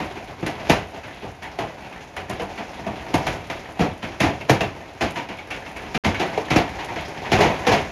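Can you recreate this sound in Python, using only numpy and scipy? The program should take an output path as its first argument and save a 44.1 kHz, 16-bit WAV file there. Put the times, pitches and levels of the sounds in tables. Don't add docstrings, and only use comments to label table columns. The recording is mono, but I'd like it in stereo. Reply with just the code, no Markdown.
import sys
import numpy as np
from scipy import signal
from scipy.fft import rfft, irfft, next_fast_len
from scipy.io import wavfile
from scipy.ndimage import uniform_filter1d

SR = 44100
rng = np.random.default_rng(int(sys.argv[2]) if len(sys.argv) > 2 else 0)


def transcribe(u):
    v = np.clip(np.atleast_2d(u).T, -1, 1)
    q = np.round(v * 32767).astype(np.int16)
    wavfile.write(sys.argv[1], SR, q)


N = 348831
TIME_S = np.arange(N) / SR
AGE_S = np.arange(SR * 3 // 5) / SR
FFT_SIZE = 2 * next_fast_len(N // 2 + SR // 4)
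BIN_HZ = np.maximum(np.arange(FFT_SIZE // 2 + 1) * SR / FFT_SIZE, 1)
GAP_START_S, GAP_END_S = 5.978, 6.038

# start in seconds, strength in dB, hardness in dB, nearness 0-1,
# boom in dB, thud in dB (both re the blow's weight), part hit.
STONES = [(0.002, -29, 0.5, 0.77, -4, -3, "beam"), (0.027, -37.5, 6, .8, -14, -14, "gutter"),
          (0.155, -44.5, 9.5, 0.4, -8, -8, "gutter"), (0.427, -30.5, -2, 0.55, 0, -1, "post"),
          (0.463, -25, 2.5, 0.62, -18, -9, "wall"), (0.598, -39, 5, 0.55, -10, -2, "frame"),
          (0.697, -13, 2, 0.74, -3.5, -5, "beam"), (1.033, -39, 5.5, 0.3, -5, -6, "frame"),
          (1.23, -32, -6, 0.47, -1, -7, "eave"), (1.424, -40, 10, 0.4, -17, -16, "siding"),
          (1.588, -23, -1.5, 0.58, -7.5, -7, "gable"), (1.926, -42, 6, 0.76, -10, -1, "frame"),
          (2.166, -31.5, 4, 0.5, -5, -11, "frame"), (2.297, -29, 1.5, 0.5, -1.5, -2.5, "gable"),
          (2.397, -25.5, -3, 0.52, -5.5, -8, "board"), (2.577, -38, 8, 0.74, -14, -14, "sill"),
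          (2.586, -31.5, 1, 0.4, -19, -5, "soffit"), (2.778, -39.5, -9, 0.6, -10, 0, "siding"),
          (3.065, -38, 1, 0.8, -12, -12, "siding"), (2.866, -26, -4.5, 0.64, -4, -7, "soffit"),
          (3.141, -16, -2, 0.78, -6, -7, "beam"), (3.268, -24.5, 5.5, 0.67, 1, -9, "rafter"),
          (3.5, -30.5, 6.5, 0.71, -12, -21, "frame"), (3.793, -22.5, -3, 0.62, 2.5, 4.5, "eave"),
          (3.804, -20, -1, 0.45, -6.5, 0.5, "board"), (4.027, -30, 3.5, 0.46, -2, 1, "frame"),
          (4.203, -19, 5, 0.5, 3.5, -3, "rafter"), (4.235, -18.5, -3, 0.44, -3, -4, "wall"),
          (4.411, -34.5, 2, 0.9, -5, -16, "gutter"), (4.496, -12, 0, 0.8, -1, -4.5, "roof"),
          (4.607, -21.5, 2, 0.66, -4, -3.5, "trim"), (5.009, -20, 2.5, 0.35, -5, -5.5, "rafter"),
          (5.157, -28.5, 5, 0.27, -10, -4.5, "siding"), (5.288, -34, 5, 0.52, -6, -1.5, "siding"),
          (5.387, -39, 4.5, 0.77, -17, -19, "sill"), (5.505, -32, 7.5, 0.4, -26, -12, "gutter"),
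          (5.662, -40, 6.5, 0.74, -13, -15, "gutter"), (5.761, -42, 12, 0.35, -14, -15, "gutter"),
          (5.946, -23.5, 5, 0.5, 0, 1, "rafter"), (6.046, -19.5, 2, 0.44, -0.5, 0.5, "frame"),
          (6.145, -33.5, 8, .6, -10, -14, "sill"), (6.197, -20, -0.5, 0.4, -32, -6.5, "gable"),
          (6.376, -23.5, -5, 0.81, -13, -12.5, "shutter"), (6.505, -19.5, 2, 0.49, -3, 2, "wall"),
          (6.561, -15, 0.5, 0.76, -1.5, -2, "wall"), (6.786, -34.5, 4, 0.13, -16, -17, "siding"),
          (6.886, -31.5, -1, 0.5, -11, -11, "siding"), (6.959, -30.5, 2.5, 0.43, -6, -5.5, "rafter"),
          (7.248, -33, 2, 0.35, -14, -17, "siding"), (7.318, -16.5, 2, 0.41, 2, -2.5, "gable"),
          (7.388, -17, -5, 0.55, -17, -8, "roof"), (7.406, -16, 1.5, 0.45, -11, -9, "roof"),
          (7.44, -19, -5.5, 0, -6.5, -3, "board"), (7.668, -13.5, -1.5, 0.48, -7, -7, "board"),
          (7.717, -15.5, -1, 0.37, -10, -4, "roof")]
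# low edge in Hz, high edge in Hz,
# delay in seconds, trim in dB, contact in dB, panel T60 in seconds, room T60 in seconds.
REGISTERS = [(45, 140, .003, -1.5, -5, 0.12, 0.4), (132, 287, .001, 0.5, -5, 0.082, 0.31),
             (286, 1204, -.0005, -2, 14, 0.046, .34), (1245, 3740, -.001, 0, 14, 0.099, 0.33),
             (4100, 13800, -.0015, 2.5, 6, 0.074, 0.26)]
# frequency in Hz, relative level in dB.
BLOW_COLOUR = [(30, -8), (55, -3.5), (90, -2.5), (200, -1), (500, -3.5), (700, 0), (1000, -7.5),
               (1350, -10), (2100, -8.5), (3200, -15.5), (4500, -22), (6300, -26), (9500, -36.5),
               (14000, -44)]


def big_stones(forerun_s=0.006, forerun_db=-18):
    out = np.zeros((2, N))
    for k, (low_hz, high_hz, delay_s, trim_db, contact_db, panel_t60_s, room_t60_s) in enumerate(
            REGISTERS):
        blows = np.zeros((2, N))
        for start_s, strength_db, hardness_db, near, boom_db, thud_db, _ in STONES:
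            level_db = register_levels_db(strength_db, hardness_db, boom_db, thud_db)[k] + trim_db
            fade = hit_envelope(near, contact_db, panel_t60_s, room_t60_s)
            blow = from_db(level_db) * fade * echoes(lumpy_db=1.0, hollow=0.21)
            add(blows, start_s + delay_s, blow)
            add(blows, start_s + delay_s - forerun_s, from_db(forerun_db) * blow)
        out += shaped(blows, house_gain(BLOW_COLOUR) * band(low_hz, high_hz))
    return out


def register_levels_db(strength_db, hardness_db, boom_db, thud_db, usual_db=-22):
    extra_db = strength_db - usual_db
    weight_db = usual_db - 3.5 + 0.92 * extra_db
    crack_db = strength_db - 5 + hardness_db
    tick_db = usual_db - 18 + 1.25 * extra_db + hardness_db
    return weight_db + boom_db, weight_db + thud_db, strength_db, crack_db, tick_db


def hit_envelope(near, contact_db, panel_t60_s, room_t60_s):
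    contact = from_db(contact_db) * near ** 3 * (1 - np.exp(-AGE_S / 0.00032)) * np.exp(-AGE_S / 0.0013)
    rise_s = 0.0014 + 0.0014 * (1 - near) ** 2
    panel = from_db(20.1 * near - 9.5) * rise_and_decay(rise_s, panel_t60_s)
    room = rise_and_decay(0.011, room_t60_s)
    shape = np.sqrt(contact ** 2 + panel ** 2 + room ** 2)
    return shape / np.sqrt(np.mean(shape[AGE_S < 0.03] ** 2))


def echoes(lumpy_db, hollow):
    knots_s = AGE_S[::96]
    clumps = from_db(lumpy_db * np.interp(AGE_S, knots_s, rng.standard_normal(len(knots_s))))
    dense = rng.standard_normal((2, len(AGE_S)))
    lags = (rng.uniform(0.003, 0.009, 2) * SR).astype(int)
    returns = np.roll(dense, lags[0], axis=1) - np.roll(dense, lags[1], axis=1)
    return rms_one(clumps * (dense + hollow * returns))


# centre in Hz, width in Hz, lift in dB.
HOUSE_MODES = [(92.8, 16, 4), (299, 44, 2), (412, 35, 2), (662, 13, 2.5), (752, 40, 3.5), (940, 174, 3.5),
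               (2540, 530, 2)]


def house_gain(colour):
    lift_db = sum(db * np.exp(-np.log(2) * (2 * (BIN_HZ - hz) / width_hz) ** 2)
                  for hz, width_hz, db in HOUSE_MODES)
    return from_db(over_hz(colour) + lift_db)


PART_MODES = {"beam": [(168, -5), (295, -5), (715, -10.5), (900, -7.5)], "post": [(155, 3), (335, 0.5)],
              "eave": [(203, -4), (415, -7.5), (765, -10)], "wall": [(305, -4), (760, -9)],
              "gable": [(370, -6.5), (680, -12)], "board": [(480, -7), (735, -9)], "rafter": [(689, -4.5),
              (315, -10.5)], "roof": [(666, -6), (421.3, -8.5), (931, -11)], "soffit": [(205, -5),
              (680, -4)], "shutter": [(455, 0), (740, -2.5)], "trim": [(690, -7), (2620, -8.5)],
              "siding": [(930, -1.5), (1900, -10)], "frame": [(1875, -17), (648, -13)], "sill": [(2230, 1)],
              "gutter": [(2640, -3), (2210, -4)]}


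def hollow_knocks(detune=0.02, rise_cycles=0.73, side_db=-1.5):
    out = np.zeros((2, N))
    for start_s, strength_db, _, near, _, _, part in STONES:
        lasting = 1 - 0.5 * near ** 3
        fade = hit_envelope(near, contact_db=-6, panel_t60_s=0.09 * lasting, room_t60_s=0.22 * lasting)
        for mode_hz, ring_db in PART_MODES[part]:
            hz = mode_hz * (1 + detune * rng.uniform(-1.01, 1))
            swing = 1 - np.exp(-AGE_S * hz / rise_cycles)
            add(out, start_s, from_db(strength_db + ring_db) * swing * fade * ring(hz))
    return out * from_db([[0], [side_db]])


def ring(hz, spread=0.0514, count=3):
    modes_hz = hz * (1 + spread * (np.linspace(-1, 1, count) + rng.uniform(-0.28, 0.27, count)))
    phases = rng.uniform(0, 2 * np.pi, (2, 1, 1)) + 0.59 * rng.standard_normal((2, count, 1))
    weights = np.hanning(count + 2)[1:-1, None]
    wave = (weights * np.sin(2 * np.pi * modes_hz[:, None] * AGE_S + phases)).sum(axis=1)
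    return wave / np.sqrt(np.mean(wave[:, AGE_S < 0.03] ** 2, axis=1, keepdims=True))


def cracks(lift_db, apart_s, loss_db, count=5):
    snaps = np.zeros((2, N))
    for start_s, strength_db, hardness_db, near, *_ in STONES:
        waits_s = apart_s * rng.uniform(0.5, 2, count)
        sizes = near ** 2 * from_db(strength_db + hardness_db + lift_db - loss_db * np.arange(count))
        at = np.clip((start_s + np.cumsum(waits_s) - waits_s[0]) * SR, 0, N - 1).astype(int)
        snaps[:, at] += sizes * rng.choice([-1, 1], (2, count))
    return shaped(snaps, from_db(over_hz(BLOW_COLOUR)) * band(3000, 13000))


def ice_chips(re_tick_db, t60_s):
    chips = np.zeros((2, N))
    for start_s, strength_db, hardness_db, near, boom_db, thud_db, _ in STONES:
        tick_db = register_levels_db(strength_db, hardness_db, boom_db, thud_db)[-1]
        spray = rise_and_decay(0.0014, t60_s) * echoes(lumpy_db=-1.0, hollow=0.44)
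        add(chips, start_s - 0.001, near * from_db(tick_db + re_tick_db) * spray)
    return shaped(chips, band(5500, 12000))


# start in seconds, level in dB.
PANE_HITS = [(0.464, -40), (0.696, -42), (1.429, -50.5), (2.164, -48), (2.296, -40), (2.419, -49),
             (3.141, -35.5), (3.266, -44), (3.327, -52), (4.202, -36), (4.498, -35.5), (5.106, -45),
             (5.505, -49.5), (5.767, -48.5), (6.504, -50), (6.845, -45), (7.007, -50)]


def pellets(per_s, spread_db, re_storm_db):
    hits = random_hits(per_s, spread_db)
    fade = hit_envelope(near=0.81, contact_db=15.5, panel_t60_s=0.031, room_t60_s=0.19)
    tick = fade * echoes(lumpy_db=5.5, hollow=0.22)
    screen = rms_one(signal.oaconvolve(hits, tick, axes=1)[:, :N])
    ticks = screen * storm_gain() * from_db(re_storm_db)
    for start_s, level_db in PANE_HITS:
        add(ticks, start_s, from_db(level_db) * tick)
    return shaped(ticks, band(4300, 9800))


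def small_stones(per_s, spread_db, spots=12):
    out = np.zeros((2, N))
    fade = hit_envelope(near=0.66, contact_db=10.5, panel_t60_s=0.029, room_t60_s=0.18)
    for spot_hz in np.geomspace(200, 7000, spots):
        hits = random_hits(per_s / spots, spread_db)
        tap = fade * echoes(lumpy_db=1.5, hollow=0.25)
        resonance = signal.lfilter(*signal.iirpeak(spot_hz, Q=3.0, fs=SR), tap)
        out += signal.oaconvolve(hits, tap + from_db(5.5) * resonance, axes=1)[:, :N]
    return rms_one(out)


# frequency in Hz, relative level in dB.
WASH_COLOUR = [(30, -18.5), (55, 3), (90, -1), (200, -1.5), (500, -4), (700, -0.5), (1000, -9.5),
               (1350, -12), (2100, -8.5), (3200, -16), (4500, -21.5), (6300, -23.5), (9500, -32.5),
               (14000, -38)]


def downpour():
    patter = from_db(-3.5) * small_stones(per_s=60, spread_db=4.5)
    grains = patter + from_db(-5.5) * rng.standard_normal((2, N))
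    colour = house_gain(WASH_COLOUR)
    low = from_db(-1) * shaped(grains, colour * band(22, 1520))
    high = from_db(-6) * shaped(grains, colour * band(1220, 16000))
    return storm_gain() * low + storm_gain(swing=0.84) * high


# time in seconds, level in dB.
STORM = [(0.0, -31.5), (0.44, -38.5), (0.68, -32.5), (1.21, -37.5), (2.16, -37), (2.9, -35.5),
         (3.34, -29.5), (3.56, -35), (4.9, -36.5), (5.13, -38), (6.0, -34.5), (6.8, -31), (7.22, -33),
         (7.44, -25.5), (7.9, -32)]


def storm_gain(swing=1):
    db = np.interp(TIME_S, *np.transpose(STORM))
    return from_db(db.mean() + swing * (db - db.mean()))


# frequency in Hz, then
# side re mid in dB, left re right in dB, left lead in radians before the gap, then those three after.
STEREO_RESPONSE = [(100, -21, 1, 0, -22, 0.5, 0), (396, -10, 0, 0.27, -11, 0.5, 0),
                   (730, -7, 3, 0.97, -8, 3.5, 0.65), (1110, -2, 2.5, 0.8, -5, -0.5, 0),
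                   (1500, -2.5, 1.5, -0.5, -3, 5, -0.7), (2080, 0.5, -2.5, -0.55, -7, 4.5, 0.05),
                   (2730, -3.5, -1, 0.5, -21, 0, 0.7), (3520, -3, 1, 0.5, -27, 0, -0.1),
                   (4700, -3.5, 5, 0.67, -39, -0.5, 0), (6100, -2.5, 0.5, 0, -18, 0, 0.8),
                   (7240, -15, -2, -2, -16, -1.5, -1.84), (8880, -38, 5.5, -4, -32, 5.5, -4),
                   (10700, -16, -2, -5.5, -18, -1.5, -5.5), (13900, -15, 0, -9, -10, 1, -9)]


def microphones(mid_side):
    mid, side = rfft(mid_side, FFT_SIZE)
    hz, *columns = np.transpose(STEREO_RESPONSE)
    curves = [over_hz(np.column_stack([hz, column])) for column in columns]
    before_after = []
    for width_db, lean_db, lead_rad in (curves[:3], curves[3:]):
        width = from_db(width_db)
        turn = from_db(lean_db / 2) * np.exp(0.5j * lead_rad)
        left_right = np.array([(mid + width * side) * turn, (mid - width * side) / turn])
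        before_after.append(irfft(left_right / np.hypot(1, width))[:, :N])
    return np.where(TIME_S < GAP_END_S, *before_after)


def random_hits(per_s, spread_db):
    return (rng.random((1, N)) < per_s / SR) * from_db(spread_db * rng.random(N))


def rise_and_decay(rise_s, t60_s):
    return (1 - np.exp(-AGE_S / rise_s)) * from_db(-60 * AGE_S / t60_s)


def from_db(db):
    return 10 ** (np.asarray(db) / 20)


def rms_one(x):
    return x / np.sqrt(np.mean(x ** 2) + 1e-20)


def over_hz(points):
    hz, value = np.transpose(points)
    return np.interp(np.log(BIN_HZ), np.log(hz), value)


def band(low_hz, high_hz):
    return 1 / np.sqrt((1 + (low_hz / BIN_HZ) ** 8) * (1 + (BIN_HZ / high_hz) ** 8))


def shaped(x, gain):
    cepstrum = irfft(np.log(rms_one(gain) + 1e-5))
    cepstrum[1:FFT_SIZE // 2] *= 2
    cepstrum[FFT_SIZE // 2 + 1:] = 0
    return irfft(rfft(x, FFT_SIZE) * np.exp(rfft(cepstrum)))[..., :N]


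def add(track, start_s, sound):
    at = int(np.clip(start_s * SR, 0, N - 1))
    track[:, at:at + len(AGE_S)] += sound[:, :N - at]


def scene():
    ice = cracks(lift_db=9.5, apart_s=0.0025, loss_db=3.0) + ice_chips(re_tick_db=-1, t60_s=0.13)
    ticks = pellets(per_s=9, spread_db=7.0, re_storm_db=-28.5)
    return microphones(big_stones() + hollow_knocks() + ice + ticks + downpour())


def record(dry):
    outside_gap = (TIME_S < GAP_START_S) | (TIME_S > GAP_END_S)
    gate = uniform_filter1d(outside_gap.astype(float), size=64)
    rounded = 1.128 * np.tanh(dry * gate / 1.1)
    lowpass = signal.ellip(10, 0.2, 80, 14100, fs=SR, output="sos")
    return signal.sosfilt(lowpass, rounded)


dry = scene()
out = record(dry)
transcribe(out)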